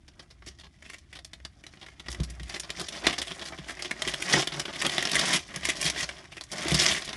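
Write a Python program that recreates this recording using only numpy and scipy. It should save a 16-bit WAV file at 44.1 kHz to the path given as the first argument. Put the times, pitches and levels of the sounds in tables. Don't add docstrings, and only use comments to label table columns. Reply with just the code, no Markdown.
import sys
import numpy as np
from scipy import signal
from scipy.fft import rfft, irfft, next_fast_len
from scipy.io import wavfile
from scipy.ndimage import map_coordinates

SR = 44100
rng = np.random.default_rng(int(sys.argv[2]) if len(sys.argv) > 2 else 0)


def volts_from_db(level):
    exponent = np.asarray(level, float) / 20
    return 10 ** exponent


def inscribe(sig):
    pcm = np.round(np.clip(np.atleast_2d(sig).T, -1, 1) * 32767)
    wavfile.write(sys.argv[1], SR, pcm.astype(np.int16))


N = 315756

# freq_hz, level_db (per Hz)
WRAPPER_SPECTRUM = [(530, -29), (900, -28), (1060, -3), (1370, -16.5), (1880, 0.5), (2650, -7),
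                    (3380, -3.5), (4030, -9), (5480, -5.5), (8240, -15.5), (10400, -17.5), (11600, -27),
                    (12500, -65), (16300, -78), (22000, -120)]
# freq_hz, level_db (per Hz)
SLACK_SPECTRUM = [(59, -37.5), (100, -30), (146, -1), (246, -10), (370, -2.5), (484, -17.5), (563, -8),
                  (668, -5), (883, -13), (1060, -11.5), (1300, -12), (1690, -11.5), (2860, -120)]


def unit(x):
    return x / np.sqrt(np.mean(x ** 2) + 1e-20)


def along(points, hz):
    point_hz, value = np.transpose(points)
    return np.interp(np.log(hz + 1), np.log(point_hz + 1), value)


def wobble(knots_per_s):
    knots = rng.standard_normal(int(N * knots_per_s / SR) + 4)
    return map_coordinates(knots, [np.arange(N) * knots_per_s / SR])


def filtered(x, response):
    size = next_fast_len(x.shape[-1] + 8192)
    hz = np.fft.rfftfreq(size, 1 / SR)
    return irfft(rfft(x, size) * response(hz), size)[..., :x.shape[-1]]


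def coloured(x, spectrum):
    return filtered(x, lambda hz: volts_from_db(along(spectrum, hz)))


def resonance(hz, centre_hz, width_hz):
    return 1j * hz * width_hz / (centre_hz ** 2 - hz ** 2 + 1j * hz * width_hz)


def swells(start_s, hold_s, gain_db, rise_db_per_s, fall_db_per_s):
    t = np.arange(0, N, 64) / SR
    climb_db = rise_db_per_s * np.clip(start_s - t, 0, 9)
    sink_db = fall_db_per_s * np.clip(t - start_s - hold_s, 0, 9)
    rows = volts_from_db(gain_db - climb_db - sink_db)

    def total(weight):
        return np.interp(np.arange(N) / SR, t, np.sqrt(np.sum((weight * rows) ** 2, axis=0)))
    return total


def snaps():
    # start_s, crack_db, run_s, ring_hz, brightness_db (treble over body)
    creases = [(0.0794,-52,0.01117,6174,-5.5),(.1937,-46.5,0.01402,4552,-10.5),(0.3034,-54,0.01913,4950,-5),(0.4225,-52.5,0.004844,2326,-21.5),
               (0.4623,-45.5,0.0297,6420,4.5),(.5862,-52,0.03319,4231,-0.5),(.635,-54,0.0385,3728,-12.5),(0.8236,-46,0.00358,1978,-3),
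               (.8539,-50.5,0.01727,2023,-8),(.899,-39,0.00262,2106,2.5),(0.933,-43.5,0.01487,2073,2),(.9834,-52,0.00488,6440,9.5),(1.1283,-45,0.01055,2067,-2.5),
               (1.1523,-45.5,0.02139,3426,-3.5),(1.1891,-44,0.005186,3910,-6.5),(1.2466,-40,0.003134,5254,11.5),(1.3327,-40.5,0.00536,3764,-0.5),
               (1.401,-53.5,0.0032,2110,-13),(1.4496,-36.5,0.005592,4842,-3),(1.638,-45.5,0.00413,1986,-2),(1.6656,-41.5,0.003434,4654,-0.5),
               (1.7371,-49,0.001862,2073,-19),(1.772,-51.5,0.001926,3298,-17),(1.8132,-48,0.03215,3599,-12.5),(1.8625,-45,0.005356,2139,-7),
               (1.885,-46.5,0.003995,2095,-8),(1.9965,-42.5,0.009453,3654,-6.5),(2.06,-48,0.0126,2924,-12.5),(2.0839,-34,0.005045,4943,-12),
               (2.102,-44.5,0.0207,4455,15.5),(2.1269,-39,0.00416,6000,7.5),(2.1465,-38.5,0.00364,2048,-0.5),(2.2007,-39.5,0.003987,4034,1.5),
               (2.233,-41.5,0.01447,5340,8.5),(2.2987,-47.5,0.008405,5310,17.5),(2.3972,-41.5,0.00157,3420,-7.5),(2.4318,-43.5,0.00313,4408,9),
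               (2.494,-38,0.00882,4673,-1),(2.5406,-36.5,0.01442,4475,-9.5),(2.561,-34,0.004512,1995,-4),(2.5975,-34.5,0.00627,7230,19),
               (2.633,-43.5,0.01763,4674,-10.5),(2.693,-43.5,0.00938,2360,-18.5),(2.7028,-29,0.002773,3628,3),(2.7963,-35,0.01926,4377,7),(2.8843,-35,0.006954,3664,7.5),
               (2.926,-44,0.03572,3244,-4),(2.967,-44,0.02154,4480,-5.5),(3.0432,-34,0.0178,2226,-19.5),(3.0673,-16.5,0.006287,3538,-6),
               (3.098,-30.5,0.001624,3427,-13),(3.1264,-33.5,0.01914,2997,-5),(3.1807,-31,0.015606,5787,-1),(3.2163,-31,0.011937,3524,5.5),
               (3.271,-40.5,0.01838,3485,3),(3.3065,-37.5,0.02251,3180,-11.5),(3.3937,-40,0.00489,4345,-1.5),(3.4148,-38,0.015103,3555,-12),
               (3.4535,-41,0.03516,4454,3.5),(3.5215,-45,0.02578,2121,-26.5),(3.5763,-45,0.02318,3373,-10.5),(3.643,-44.5,0.00197,3380,-11.5),
               (3.6852,-37.5,0.02502,1713,-4),(3.771,-45,0.00983,2071,-13.5),(3.792,-39.5,0.0121,2267,-5),(3.8222,-31.5,0.005117,5348,3.5),(3.847,-36,0.01876,3231,-8.5),
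               (3.9106,-24,0.003491,1950,-6.5),(4.02,-23,0.001615,3808,4.5),(4.075,-28,0.010624,3159,3),(4.0936,-35,0.004155,1960,8),(4.138,-27.5,0.004542,3492,-1.5),
               (4.2213,-28,0.005476,2105,5.5),(4.2638,-38,0.00233,1960,-1.5),(4.2965,-33.5,0.002977,2052,-5),(4.3376,-17,0.006534,2054,-12.5),(4.4262,-30,0.004204,3397,-11.5),
               (4.4724,-26,0.00522,3593,-1),(4.5197,-38,0.03287,3359,-10.5),(4.596,-28.5,0.006927,7626,8.5),(4.653,-32.5,0.00592,3234,-10.5),
               (4.68,-42.5,0.02914,3123,-29),(4.7273,-41,0.0412,3377,-7),(4.7599,-34,0.002983,2017,-2),(4.8155,-26.5,0.0096,2291,5),
               (4.8488,-29,0.01833,3227,-7),(4.863,-22,0.002375,3272,8),(4.8955,-26,0.00156,3576,-3.5),(4.9358,-33,0.003256,5454,-4.5),
               (4.981,-19,0.002035,3493,-10.5),(5.0251,-25,0.003976,1990,3),(5.052,-25.5,0.005688,5332,-1),(5.072,-27.5,0.002904,3640,-8.5),
               (5.0943,-31.5,0.004426,3370,2),(5.1157,-25.5,0.00168,4662,12),(5.1303,-30,0.01458,4670,-11),(5.1454,-25,0.02604,1904,6.5),(5.1926,-24.5,0.01038,4681,4),(5.3304,-26,0.042275,3021,8.5),
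               (5.489,-47,0.03202,2113,-14.5),(5.5393,-41,0.0367,1925,-7),(5.5601,-32.5,0.002708,7797,16.5),(5.6302,-39.5,0.0091,3203,-9),
               (5.6525,-24,0.004135,2044,9.5),(5.6878,-26,0.01413,2023,8.5),(5.7545,-42,0.02345,5324,0.5),(5.813,-30.5,0.003865,5230,19.5),(5.8429,-29.5,0.03638,4148,8.5),
               (5.8995,-25.5,0.003474,6290,7),(5.9605,-40,0.06384,1838,-10),(6.028,-31.5,0.015606,7045,-3.5),(6.0904,-33,0.006966,1787,-3.5),
               (6.1887,-48,0.00421,4923,-9),(6.3194,-44.5,0.01345,2649,-6.5),(6.368,-41.5,0.016684,2409,-5),(6.4096,-37.5,0.00834,4397,-1.5),
               (6.4373,-43.5,0.001957,6520,16.5),(6.516,-38,0.01983,5322,11.5),(6.5687,-42,0.0359,5613,-12.5),(6.6814,-30.5,0.005845,4494,11.5),
               (6.717,-27,0.004607,3418,7),(6.7435,-22,0.008378,4498,6.5),(6.8119,-28.5,0.0396,3251,6.5),(6.901,-33.5,0.03913,3356,11),
               (7.0193,-37,0.00704,4010,-1),(7.047,-41,0.0107,4790,12),(7.077,-38,0.03392,3647,-7.5),(7.1296,-34.5,0.00517,3463,-7.5)]
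    start_s, crack_db, run_s, ring_hz, bright_db = np.transpose(creases)[:, :, None]
    treble_share = 0.56532
    treble_db = -10.5 + treble_share * bright_db
    body_db = -9.5 - (1 - treble_share) * bright_db
    run_s = np.clip(run_s, .001, .06)
    t = np.arange(4096) / SR

    shape = volts_from_db(-60 * np.clip(t - run_s, 0, 1) / 0.022157)
    shape = shape * volts_from_db(-5.5 * np.minimum(t / run_s, 1))
    shape = shape * (1 - np.exp(-t / 0.0003703))
    shape = shape * (1 + 0.3535 * np.exp(-t / 0.000662))
    slips = np.repeat(rng.standard_normal((len(start_s), 32)), 128, axis=1)
    shape = shape * volts_from_db(3.661 * slips * (t > .003))
    noise = rng.standard_normal((len(start_s), 3, len(t)))

    def dull(hz):
        return 1 / (1 + (hz / 6500) ** 8)

    def low_tilt(hz):
        return volts_from_db(0.343 * (body_db + 9.0) * np.log2(3000 / np.clip(hz, 1000, 3000)))

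    def patch(hz):
        ring = .45 + resonance(hz, ring_hz, .4 * ring_hz)
        return volts_from_db(along(WRAPPER_SPECTRUM, hz)) * dull(hz) * low_tilt(hz) * ring

    def levelled(x):
        return x / np.sqrt(np.sum(x ** 2, axis=1, keepdims=True) / SR / (run_s + 0.001898))

    crack = filtered(noise[:, 0] * shape, patch)
    fizz = filtered(noise[:, 1] * shape, lambda hz: volts_from_db(along(WRAPPER_SPECTRUM, hz)) * (1 - dull(hz)))
    body = coloured(noise[:, 2] * shape ** 0.7037, SLACK_SPECTRUM)
    rows = levelled(crack) + volts_from_db(treble_db) * levelled(fizz) + volts_from_db(body_db) * levelled(body)
    rows = volts_from_db(crack_db) * rows
    where = np.round(start_s * SR).astype(int) + np.arange(len(t))
    return np.bincount(where.ravel(), rows.ravel(), N + len(t))[:N]


def grain_bursts(starts, sizes, t60_s, length):
    t = np.arange(length)
    decay = volts_from_db(-60 * t / SR / t60_s[:, None])
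    rows = sizes[:, None] * decay * rng.standard_normal((len(starts), length))
    return np.bincount((starts[:, None] + t).ravel(), rows.ravel(), N + length)[:N]


def crackle(grains_per_s, spread_db, base_t60_s, clump_db):
    draw = rng.random((round(grains_per_s * N / SR), 3))
    starts = (draw[:, 0] * N).astype(int)
    sizes = volts_from_db(-spread_db * np.log(draw[:, 1] + 0.003044))
    t60_s = base_t60_s * (0.997 + draw[:, 2])
    return grain_bursts(starts, sizes, t60_s, length=512) * volts_from_db(clump_db * wobble(35))


def rustle():
    # start_s, hold_s, crackle_db, slack_db (low flapping over the crackle)
    tears = [(0.193, 0.03774, -62.5, 1.5), (0.477, 0.02492, -57.5, -9), (0.859, 0.0892, -54.5, -10),
             (1.129, 0.04756, -57, -7), (2.12, 0.09873, -55.5, 0.5), (2.537, 0.01622, -41, -7),
             (2.8, 0.01857, -41, -1), (2.931, 0.0382, -46.5, 0.5), (3.405, 0.0827, -50, 3),
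             (3.07, 0.01584, -33, -3), (3.691, 0.02963, -47, -2), (4.046, 0.04983, -40, -4),
             (4.33, 0.06193, -24, -6), (4.569, 0.02883, -42.5, 3), (4.83, 0.04169, -36.5, 0.5),
             (4.945, 0.0483, -33, -8), (5.188, 0.06107, -28.5, -4.5), (5.284, 0.06741, -27, -8.5),
             (5.69, 0.01326, -28, -10), (5.831, 0.05077, -28.5, -12.5), (5.99, 0.04268, -34.5, -9.5),
             (6.795, 0.107, -27, -8), (6.926, 0.05527, -31, -8.5)]
    # time_s, crackle_db
    finger_activity = [(0, -70.5), (1.42, -70), (1.66, -62), (2.46, -58), (3.2, -47), (3.62, -55),
                       (4.2, -41), (4.64, -51), (5.1, -38), (5.42, -53.5), (5.78, -45), (6.1, -48),
                       (6.27, -55), (6.49, -62.5), (6.53, -41), (6.72, -33.5), (7.02, -49), (7.16, -45)]
    start_s, hold_s, crackle_db, slack_db = np.transpose(tears)[:, :, None]
    pulls = swells(start_s, hold_s, crackle_db, rise_db_per_s=227.5, fall_db_per_s=332.5)
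    time_s, finger_db = np.transpose(finger_activity)
    fingers = volts_from_db(np.interp(np.arange(N) / SR, time_s, finger_db))

    def patch(centre_hz):
        grains = crackle(260, spread_db=2.5, base_t60_s=0.016403, clump_db=2.5)
        return filtered(grains, lambda hz: .4 + resonance(hz, centre_hz, centre_hz / 2))

    patches_hz = (2037, 3084.7, 5013, 9362)
    bright = sum(volts_from_db(2.0286 * wobble(7)) * patch(hz) for hz in patches_hz)
    bright = volts_from_db(1.0124 * wobble(45)) * bright
    low = crackle(500, spread_db=1.8742, base_t60_s=0.026857, clump_db=1.57)
    taut_gain = np.hypot(fingers, pulls(0.9902))
    slack_gain = np.hypot(fingers * volts_from_db(-3), pulls(volts_from_db(slack_db)))
    taut = taut_gain * unit(coloured(bright, WRAPPER_SPECTRUM))
    return taut + slack_gain * unit(coloured(low, SLACK_SPECTRUM))


def thumps():
    # start_s, peak_db, tone_hz
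    knocks = [(0.468, -43.5, 318.2), (2.2, -25.5, 154.1), (2.404, -39, 140), (3.067, -25, 350),
              (3.588, -35, 156.7), (4.07, -30.5, 331), (4.34, -21, 380.4), (5.562, -35.5, 150.9),
              (5.687, -29, 380), (5.849, -31, 145), (6.657, -26.5, 310), (6.717, -19, 160.6),
              (6.743, -22, 147.8)]
    # centre_hz, width_hz, relative_level_db (before the weighting by tone)
    air_modes = [(147.88, 19.997, -6), (188.28, 15.967, -7), (324.27, 55.31, -8), (706.86, 83.2, -12)]
    out, push = np.zeros(N + SR), np.zeros(SR // 4)
    push[0] = 1
    for start_s, peak_db, tone_hz in knocks:
        def response(hz):
            total = 0
            for k, (centre_hz, width_hz, mode_db) in enumerate(air_modes):
                near_db = -9.5 * abs(np.log2(centre_hz / tone_hz))
                total = total + (-1) ** k * volts_from_db(mode_db + near_db) * resonance(hz, centre_hz, width_hz)
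            return total / (1 + 1j * hz / 600) ** 2
        knock = filtered(push, response)
        out[round(start_s * SR):][:len(push)] += volts_from_db(peak_db) * knock / knock.max()
    return out[:N]


def cabin(x):
    # freq_hz, t60_s
    decay_times = [(200, 0.1426), (2500, 0.09688), (11000, 0.10044)]
    wet, step = np.zeros(N + SR), SR // 8
    for start in range(0, N, step):
        hz, t, z = signal.stft(rng.standard_normal(SR // 4), SR, nperseg=128)
        decay = volts_from_db(-60 * t / along(decay_times, hz)[:, None])
        tail = signal.istft(z * decay, SR, nperseg=128)[1]
        answer = signal.fftconvolve(x[start:start + step], tail / np.linalg.norm(tail))
        wet[start + 90:][:len(answer)] += answer
    return wet[:N]


def background():
    # freq_hz, level_db (per Hz)
    hush_spectrum = [(18, -30.5), (30, 22), (71, 18.5), (244, 4), (347, 1.5), (482, -33), (704, -9.5),
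                     (1360, -99), (1930, -21), (2550, -26.5), (4800, -31.5), (10200, -25), (12500, -49),
                     (16300, -84), (22000, -120)]
    # peak_s, gain_db, span_s (to swell or sink by 20 dB)
    weight_shifts = [(.472, -49, 0.2346), (1.02, -49.5, 0.0068), (1.424, -49, 0.1691),
                     (2.118, -34.5, 0.0754), (2.213, -20.5, 0.0371), (2.3, -33.5, 0.1136),
                     (2.432, -35.5, 0.1256), (2.57, -49.5, 0.3356), (2.83, -50.5, 0.2016),
                     (3.075, -37, 0.0719), (3.22, -47, 0.0751), (3.66, -49, 0.3141), (4.09, -49.5, 0.2805),
                     (4.37, -38.5, 0.0305), (4.62, -50, 0.0863), (4.88, -52.5, 0.13), (5.17, -41, 0.034),
                     (5.3, -53.5, 0.2958), (5.65, -44.5, 0.1458), (5.87, -43, 0.1288), (6.05, -47, 0.143),
                     (6.423, -49.5, 0.046), (6.62, -52, 0.0632), (6.746, -32, 0.0921), (6.82, -44, 0.0451),
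                     (6.92, -41, 0.0276), (7.16, -48, 0.22)]
    hush = volts_from_db(-55.5) * unit(coloured(rng.standard_normal(N), hush_spectrum))
    pitch_hz = 62 + 7.5 * wobble(9.5)
    mode = unit(np.sin(2 * np.pi * np.cumsum(pitch_hz) / SR))
    shake = unit(filtered(rng.standard_normal(N), lambda hz: resonance(hz, 81.63, 98.82) ** 2))
    waver = volts_from_db(1.5 * wobble(12))
    peak_s, gain_db, span_s = np.transpose(weight_shifts)[:, :, None]
    sway = swells(peak_s, 0, gain_db, 20 / span_s, 20 / span_s)(1)
    boom = np.hypot(volts_from_db(-62), sway)
    return hush + boom * (waver * mode + 0.3327 * shake)


def scene():
    wrapper = snaps() + rustle()
    mix = wrapper + volts_from_db(-8.5) * cabin(wrapper) + thumps() + background()
    return mix[None]


def band_limit(x):
    return signal.sosfilt(signal.butter(12, 12680, fs=SR, output="sos"), x)


def record(dry):
    mix = filtered(dry, lambda hz: (resonance(hz, 33.822, 59.294) * 1j * hz / 60) ** 2)
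    return band_limit(mix)


dry = scene()
out = record(dry)
inscribe(out)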